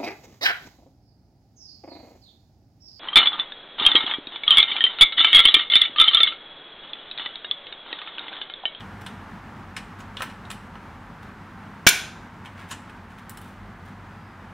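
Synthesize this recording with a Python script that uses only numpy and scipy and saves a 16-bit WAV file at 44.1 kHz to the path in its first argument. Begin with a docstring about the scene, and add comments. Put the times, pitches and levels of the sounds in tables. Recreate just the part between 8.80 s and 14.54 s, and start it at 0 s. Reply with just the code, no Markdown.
"""A small hard room with an aluminium louvre window; distant traffic hums outside.
Close up, a hand rivet tool is pumped twice against the window, its steel jaws and handles clicking.
The mandrel snaps with a bang that rings the frame and overloads the microphone, then the tool is
drawn off, scraping and rattling. Near the end an engine swells and a faint whistle sounds far away."""
import sys
import numpy as np
from scipy import signal
from scipy.fft import rfft, irfft
from scipy.io import wavfile
from scipy.ndimage import uniform_filter1d

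SR = 44100
rng = np.random.default_rng(int(sys.argv[2]) if len(sys.argv) > 2 else 0)


def put_to_file(sound):
    """Save the sound as 16-bit audio at rate SR, in the file named by the first command-line argument."""
    columns = np.atleast_2d(sound).T  # one column per channel
    safe = np.clip(columns, -1, 1)
    whole_steps = np.round(safe * 32767)
    wavfile.write(sys.argv[1], SR, whole_steps.astype(np.int16))


N = 253021
TAPS = 4096  # length of the colouring filters
BINS = np.fft.rfftfreq(TAPS, 1 / SR)


def amp(db):
    """Decibels to gain."""
    return 10 ** (np.asarray(db) / 20)


def unit(x):
    """Scales to rms 1."""
    return x / np.sqrt(np.mean(x ** 2) + 1e-20)


def curve_at(points, hz):
    """Reads a table on a log-frequency axis."""
    f, value = np.transpose(points)
    return np.interp(np.log(hz + 1), np.log(f + 1), value)


def add(mix, start_s, sound):
    """Drops a sound into the mix."""
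    part = mix[:, max(round(start_s * SR), 0):][:, :sound.shape[-1]]
    part += sound[..., :part.shape[-1]]


def equalised(x, points):
    """EQs a whole track by a table of dB."""
    return irfft(rfft(x) * amp(curve_at(points, np.fft.rfftfreq(N, 1 / SR))), N)


def coloured(x, db):
    """Minimum-phase EQ: resonances ring after the blow, never before."""
    log_gain = np.log(amp(np.maximum(db, -100)))
    mirrored = np.r_[log_gain, log_gain[-2:0:-1]]
    taps = np.fft.ifft(np.exp(np.conj(signal.hilbert(mirrored)))).real
    return signal.fftconvolve(x, taps[None], axes=1)


def drift(rate_hz):
    """A slow random wobble of rms 1."""
    hz = np.fft.rfftfreq(N, 1 / SR)
    return unit(irfft(rfft(rng.standard_normal(N)) * np.exp(-(hz / rate_hz) ** 2), N))


# The rumble of far roads. Each row: frequency in Hz, relative level in dB.
TRAFFIC_EQ = [(15, -50), (27, -23), (42, -2.5), (64, -11), (88, 0), (132, -6.5), (165, -2), (220, -1),
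              (280, -9.5), (450, -15.5), (620, -16.5), (860, -10), (1600, -13.5), (2500, -24),
              (4470, -35.5), (9000, -45.5), (15900, -51.5)]
# Its stereo spread. Each row: frequency in Hz, side against mid in dB.
TRAFFIC_WIDTH = [(60, -20.5), (110, -25.5), (200, -32), (380, -25), (700, -24), (1290, -19.5), (2380, -14),
                 (4400, -9), (8120, -13.5), (15000, -21)]


def traffic(start_db=-40, sink_db=4, sink_s=2.2, flutter_db=.5):
    """A wash of road noise that sinks as the traffic draws away, as mid and side."""
    t = np.arange(N) / SR
    level_db = start_db - sink_db * (1 - np.exp(-t / sink_s)) + flutter_db * drift(10.3)
    wash = unit(equalised(rng.standard_normal((2, N)), TRAFFIC_EQ)) * amp(level_db)
    return widened(wash, TRAFFIC_WIDTH)


def engine(firing_hz=97.8, idle_db=-51, waver=.015, throb_db=3, surge_s=4.92, surge_width_s=.26):
    """A distant engine idles, wavering around its firing rate, and grows louder for a moment."""
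    t = np.arange(N) / SR
    cycles = firing_hz * np.cumsum(1 + waver * drift(6)) / SR
    hum = sum(amp(db + throb_db * drift(9.2)) * np.sin(2 * np.pi * order * cycles)
              for order, db in ((.5, -7), (1, .004), (2, -7)))
    surge_db = 7.5 * np.exp(-((t - surge_s) / surge_width_s) ** 2)
    return amp(idle_db + surge_db) * hum


def whistle(start_s=5.28, length_s=.3, hz=4910, level_db=-73, flicker_db=3, ramp_s=.04):
    """A thin, flickering tone far off swells and fades once."""
    t = np.arange(N) / SR - start_s
    swell = np.clip(np.minimum(t, length_s - t) / ramp_s, 0, 1)
    return swell * amp(level_db + flicker_db * drift(25)) * np.sin(2 * np.pi * hz * t)


# The hard room's reverb. Each row: frequency in Hz, seconds to fall 60 dB.
ROOM_T60 = [(150, 0.18), (500, 0.5), (1500, 0.47), (3000, 0.48), (5500, 0.48), (8000, 0.45816),
            (12000, 0.34), (16000, 0.22)]


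def room_decay(recess_db, recess_t60=.105):
    """Gain over frequency and time: the window recess dies fast, the room behind it slowly."""
    hz, t, _ = signal.stft(np.zeros(SR // 2), SR, nperseg=256)
    room = amp(-60 * t / curve_at(ROOM_T60, hz)[:, None])
    recess = amp(recess_db - 60 * t / recess_t60)
    return np.hypot(room, recess)


def reflections(decay, build_s=.0024):
    """A fresh tail of dense wall reflections, as mid and side."""
    spectrogram = signal.stft(rng.standard_normal((2, SR // 2)), SR, nperseg=256)[2]
    tail = signal.istft(spectrogram * decay, SR, nperseg=256)[1]
    tail *= 1 - np.exp(-np.arange(tail.shape[1]) / SR / build_s)
    return tail / np.linalg.norm(tail[0])


# Stereo spread of the tool in the room. Each row: frequency in Hz, side gain in dB.
TOOL_WIDTH = [(100, -28), (1200, -34.5), (2200, -25.5), (3300, -18), (5000, -14), (7000, -5.5),
              (8200, -6.5), (10000, -11.5), (14000, -6.5)]


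def widened(x, width=TOOL_WIDTH):
    """Sets the side against the mid, band by band."""
    return np.array([x[0], equalised(x[1], width)])


# The aluminium frame with the tool on it.
# Each row: pitch in Hz, relative level in dB, seconds to fall 60 dB.
FRAME_MODES = [(404, -10.5, 0.496), (1550, 1, 0.59), (1466, 3, .4), (1530, 1, 0.26), (1650, -6.5, 0.56),
               (1850, -7.5, 0.507), (2050, -4, 0.5), (2150, -7.5, .3), (2260, -6.5, 0.29), (2080, -9, 0.26),
               (2410, -3, .38), (2680, -8, .55), (2673.4, -4, 0.45), (2750, -0.5, 0.324),
               (3095, -2.5, 0.31), (3352, -5, .3), (3370, -2.5, .42), (3700, -5.5, 0.26), (4170, -1, 0.33),
               (5360, -4.5, .3), (5530, -3, .3), (5950, 6.5, 0.2303), (6200, -5, 0.22), (9300, -7, 0.27),
               (9160, 0, 0.237), (12067, -1.5, 0.18)]


def frame_ring(length_s=.5, attack_s=.001):
    """The frame's modes ring down after one blow, as mid and side."""
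    t = np.arange(round(length_s * SR)) / SR
    phases = rng.uniform(0, 2 * np.pi, (len(FRAME_MODES), 2, 1))
    modes = sum(amp(db - 60 * t / t60) * np.sin(2 * np.pi * hz * t + phase)
                for (hz, db, t60), phase in zip(FRAME_MODES, phases))
    return modes * (1 - np.exp(-t / attack_s))


def tilt(db_per_octave):
    """A slope in dB, pivoting at 3 kHz: harder contacts are brighter."""
    return db_per_octave * np.log2(np.maximum(BINS, 800) / 3000)


def mode_ripple(spacing_hz=110):
    """Uneven peaks and dips of rms 1, from the steel's many close modes."""
    knots = np.arange(0, SR / 2, spacing_hz)
    heights = rng.uniform(-.89, 1, TAPS)[:len(knots)]
    return unit(np.interp(BINS, knots, heights))


def blow(decay_s, rise_share=.237):
    """A noise burst for dense, quickly damped metal modes; mid and side each have energy 1."""
    t = np.arange(TAPS // 2) / SR
    spectrum = rfft(rng.standard_normal((2, TAPS)))
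    spectrum /= np.sqrt(uniform_filter1d(abs(spectrum) ** 2, size=40, axis=1))  # feed all bands alike
    envelope = np.exp(-t / decay_s) * (1 - np.exp(-t / (rise_share * decay_s)))
    burst = irfft(spectrum)[:, :len(t)] * envelope
    return burst / np.linalg.norm(burst, axis=1, keepdims=True)


def metal_hits(rows, eq, peak_width_share, recess_db, ripple_db, ping_db, ping_t60=.057):
    """Direct sound and reflections of metal striking metal; each hit favours one resonance."""
    direct, reflected = np.zeros((2, N)), np.zeros((2, N))
    decay = room_decay(recess_db)
    body_db = curve_at(eq, BINS) + ripple_db * mode_ripple()
    t = np.arange(TAPS) / SR
    for start_s, level_db, hz, peak_db, brightness, decay_s in rows:
        excess = max(amp(peak_db) ** 2 - 1, 0)
        resonance = 1 + excess / (1 + ((BINS - hz) / (peak_width_share * hz)) ** 2)
        # the more a hit rings on one note, the softer its top
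        cutoff_hz = max(17500 * 2 ** (-.08 * peak_db), 1.5 * hz)
        rolloff = 1 + (BINS / cutoff_hz) ** 8
        colour_db = body_db + tilt(brightness) + 10 * np.log10(resonance / rolloff)
        # the level is the blow's energy spread over 10 ms
        gain = amp(level_db) * np.sqrt(SR / 100 / np.mean(amp(colour_db) ** 2))
        add(direct, start_s, gain * coloured(blow(decay_s), colour_db))
        add(reflected, start_s, gain * coloured(reflections(decay), colour_db))
        # the favoured mode rings on as a short, centred ping
        ping = amp(level_db + ping_db - 60 * t / ping_t60) * np.sin(2 * np.pi * hz * t)
        add(direct[:1], start_s, np.sqrt(excess / (excess + 20)) * ping)
    return direct, reflected


# The steel tool's tone, in scrapes and clicks alike. Each row: frequency in Hz, gain in dB.
STEEL_EQ = [(100, -6), (500, -10.5), (1000, 0), (1600, 7), (2200, 4.5), (3000, 0.5), (3550, 1), (4200, -5),
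            (5000, -7.5), (6000, -9), (8500, -9), (11500, -13), (15500, -15)]
# Steel sliding on metal.
# Each row: start in seconds, length in seconds, level in dB, brightness in dB per octave.
SCRAPE_STROKES = [(0.205, 0.026, -52.5, 0.5), (1.18, 0.035, -55.5, -1), (1.358, 0.087, -55, -2),
                  (2.42, 0.024, -58, -0.5), (3.641, .03, -48.5, -3.5), (3.74, 0.13, -50, -4),
                  (3.875, 0.054, -52, 1), (4.281, 0.066, -61, -2), (4.376, 0.03, -54, -1.5),
                  (4.561, 0.21, -64.5, 2), (5.039, 0.067, -59.5, -0.5)]


def tool_scrapes(slips_per_s=1100, room_db=-4):
    """The tool slides in many tiny slips, each stroke swelling and fading."""
    direct = np.zeros((2, N))
    for start_s, length_s, level_db, brightness in SCRAPE_STROKES:
        n = round(length_s * SR)
        slips = rng.standard_normal((2, n)) * (rng.random(n) < slips_per_s / SR) * np.hanning(n)
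        stroke = coloured(slips, curve_at(STEEL_EQ, BINS) + tilt(brightness))[:, :n]
        add(direct, start_s, amp(level_db) * unit(stroke))
    reflected = signal.fftconvolve(direct, reflections(room_decay(recess_db=-9)), axes=1)[:, :N]
    return widened(direct + amp(room_db) * reflected)


# Knocks inside the tool. Each row: start in seconds, level in dB, resonance in Hz,
# its peak in dB, brightness in dB per octave, decay time in seconds.
TOOL_KNOCKS = [(0.006, -46, 3260, 15, 1, 0.0024), (0.263, -36.5, 3520, 8, -0.5, 0.0037),
               (0.9649, -32.5, 2200, 12, 2, .004), (0.9668, -37, 5200, 8, -1, 0.016),
               (1.203, -47.5, 6630, 9, -1, .006), (1.369, -34, 3480, 14, -1, 0.0022),
               (1.3965, -45, 3213, 6, -1, .0037), (1.405, -31, 1300, 11, -6, .004),
               (1.4205, -28, 1810, 1, -2, .0018), (1.422, -44.5, 14670, 12, 4, .0013),
               (1.427, -36.5, 2160, 10, -3.5, 0.006), (1.499, -46, 2500, 3, -3, 0.0022),
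               (1.652, -53, 3760, 14, 2.5, .002), (1.7021, -37, 7500, 6.5, 0, 0.0043),
               (1.713, -35.5, 10750, 4, -0.5, 0.0022), (1.954, -44.5, 3040, 2, -8, 0.0037),
               (3.6563, -42.5, 3020, 6, -3, .008), (3.9083, -39, 6650, 9, .5, 0.009),
               (3.9125, -36, 1150, 7, 1.5, .004), (3.9199, -37.5, 7100, 12, -.5, 0.013),
               (4.095, -50, 2490, 2, -3, .004), (4.495, -41, 12400, -2, 7, 0.0015),
               (4.5727, -45, 3009, 6, 6, 0.0018), (4.6144, -52.5, 12000, 2, 5, .002)]


def tool_clicks(ring_db=-32, room_db=-2.5, side_db=-4):
    """Jaws, pivot and handles knock; bright knocks stir the frame less than dull ones."""
    direct, reflected = metal_hits(TOOL_KNOCKS, STEEL_EQ, peak_width_share=.074,
                                   recess_db=12, ripple_db=3.5, ping_db=4)
    ring = frame_ring()
    for start_s, level_db, _, _, brightness, _ in TOOL_KNOCKS:
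        add(direct, start_s, amp(level_db + ring_db - 2 * max(brightness, 0)) * ring)
    mid, side = widened(direct + amp(room_db) * reflected)
    return np.array([mid, amp(side_db) * side])


# The mandrel breaks in stages, then the jaws slam back. Each row: start in seconds, level in dB,
# resonance in Hz, its peak in dB, brightness in dB per octave, decay time in seconds.
SNAP_HITS = [(3.0663, -14.5, 700, 14, 0, 0.0017), (3.0689, -7.5, 2224, 3.5, 0, 0.00387),
             (3.0722, -10, 3380, 4, 0.5, .005), (3.0810, -17.5, 4500, 3.5, 1, .005),
             (3.0875, -15, 9600, 10, 2.5, .006)]
# The tone of the break. Each row: frequency in Hz, gain in dB.
SNAP_EQ = [(60, -18), (270, -9.5), (480, -16.5), (750, -10), (1200, -10), (1520, 2), (2000, -9.5),
           (2290, 4.5), (2600, -5.5), (3400, -2), (4300, -8), (7000, -9.5), (8000, -19.5), (15500, -13.5)]
# The bang spreads much wider than the clicks. 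Each row: frequency in Hz, side gain in dB.
SNAP_WIDTH = [(50, 2.5), (200, -10.5), (450, -8), (900, -8.5), (2200, -17.5), (3300, -11), (5000, -11.5),
              (6000, -4), (8200, 10), (10000, -1.5), (12000, -4), (14500, -9.5)]


def mandrel_snap(ring_db=-28.5, room_db=-9, kick_s=3.0676, kick_hz=250, kick_db=-6, kick_decay_s=.0017):
    """The mandrel breaks; the freed tension kicks the frame and sets it ringing."""
    direct, reflected = metal_hits(SNAP_HITS, SNAP_EQ, peak_width_share=.17,
                                   recess_db=-10, ripple_db=1, ping_db=-10)
    t = np.arange(TAPS) / SR
    kick = amp(kick_db) * np.sin(2 * np.pi * kick_hz * t) * np.exp(-t / kick_decay_s)
    add(direct, kick_s, kick)
    tail = amp(room_db) * reflected
    add(tail, kick_s, amp(ring_db) * frame_ring())
    return widened(direct, SNAP_WIDTH) + widened(tail)


def scene():
    """Tool and traffic go from mid and side to left and right; engine and whistle sit dead centre."""
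    mid, side = tool_clicks() + tool_scrapes() + mandrel_snap() + traffic()
    return np.array([mid + side, mid - side]) + engine() + whistle()


def record(dry):
    """The bang overloads the microphone into soft clipping; a steep low-pass trims the top."""
    clipped = dry / (1 + dry ** 8) ** (1 / 8)
    lowpass = signal.firwin(511, 15830, window=("kaiser", 9), fs=SR)
    return signal.oaconvolve(clipped, lowpass[None], "same")


dry = scene()
out = record(dry)
put_to_file(out)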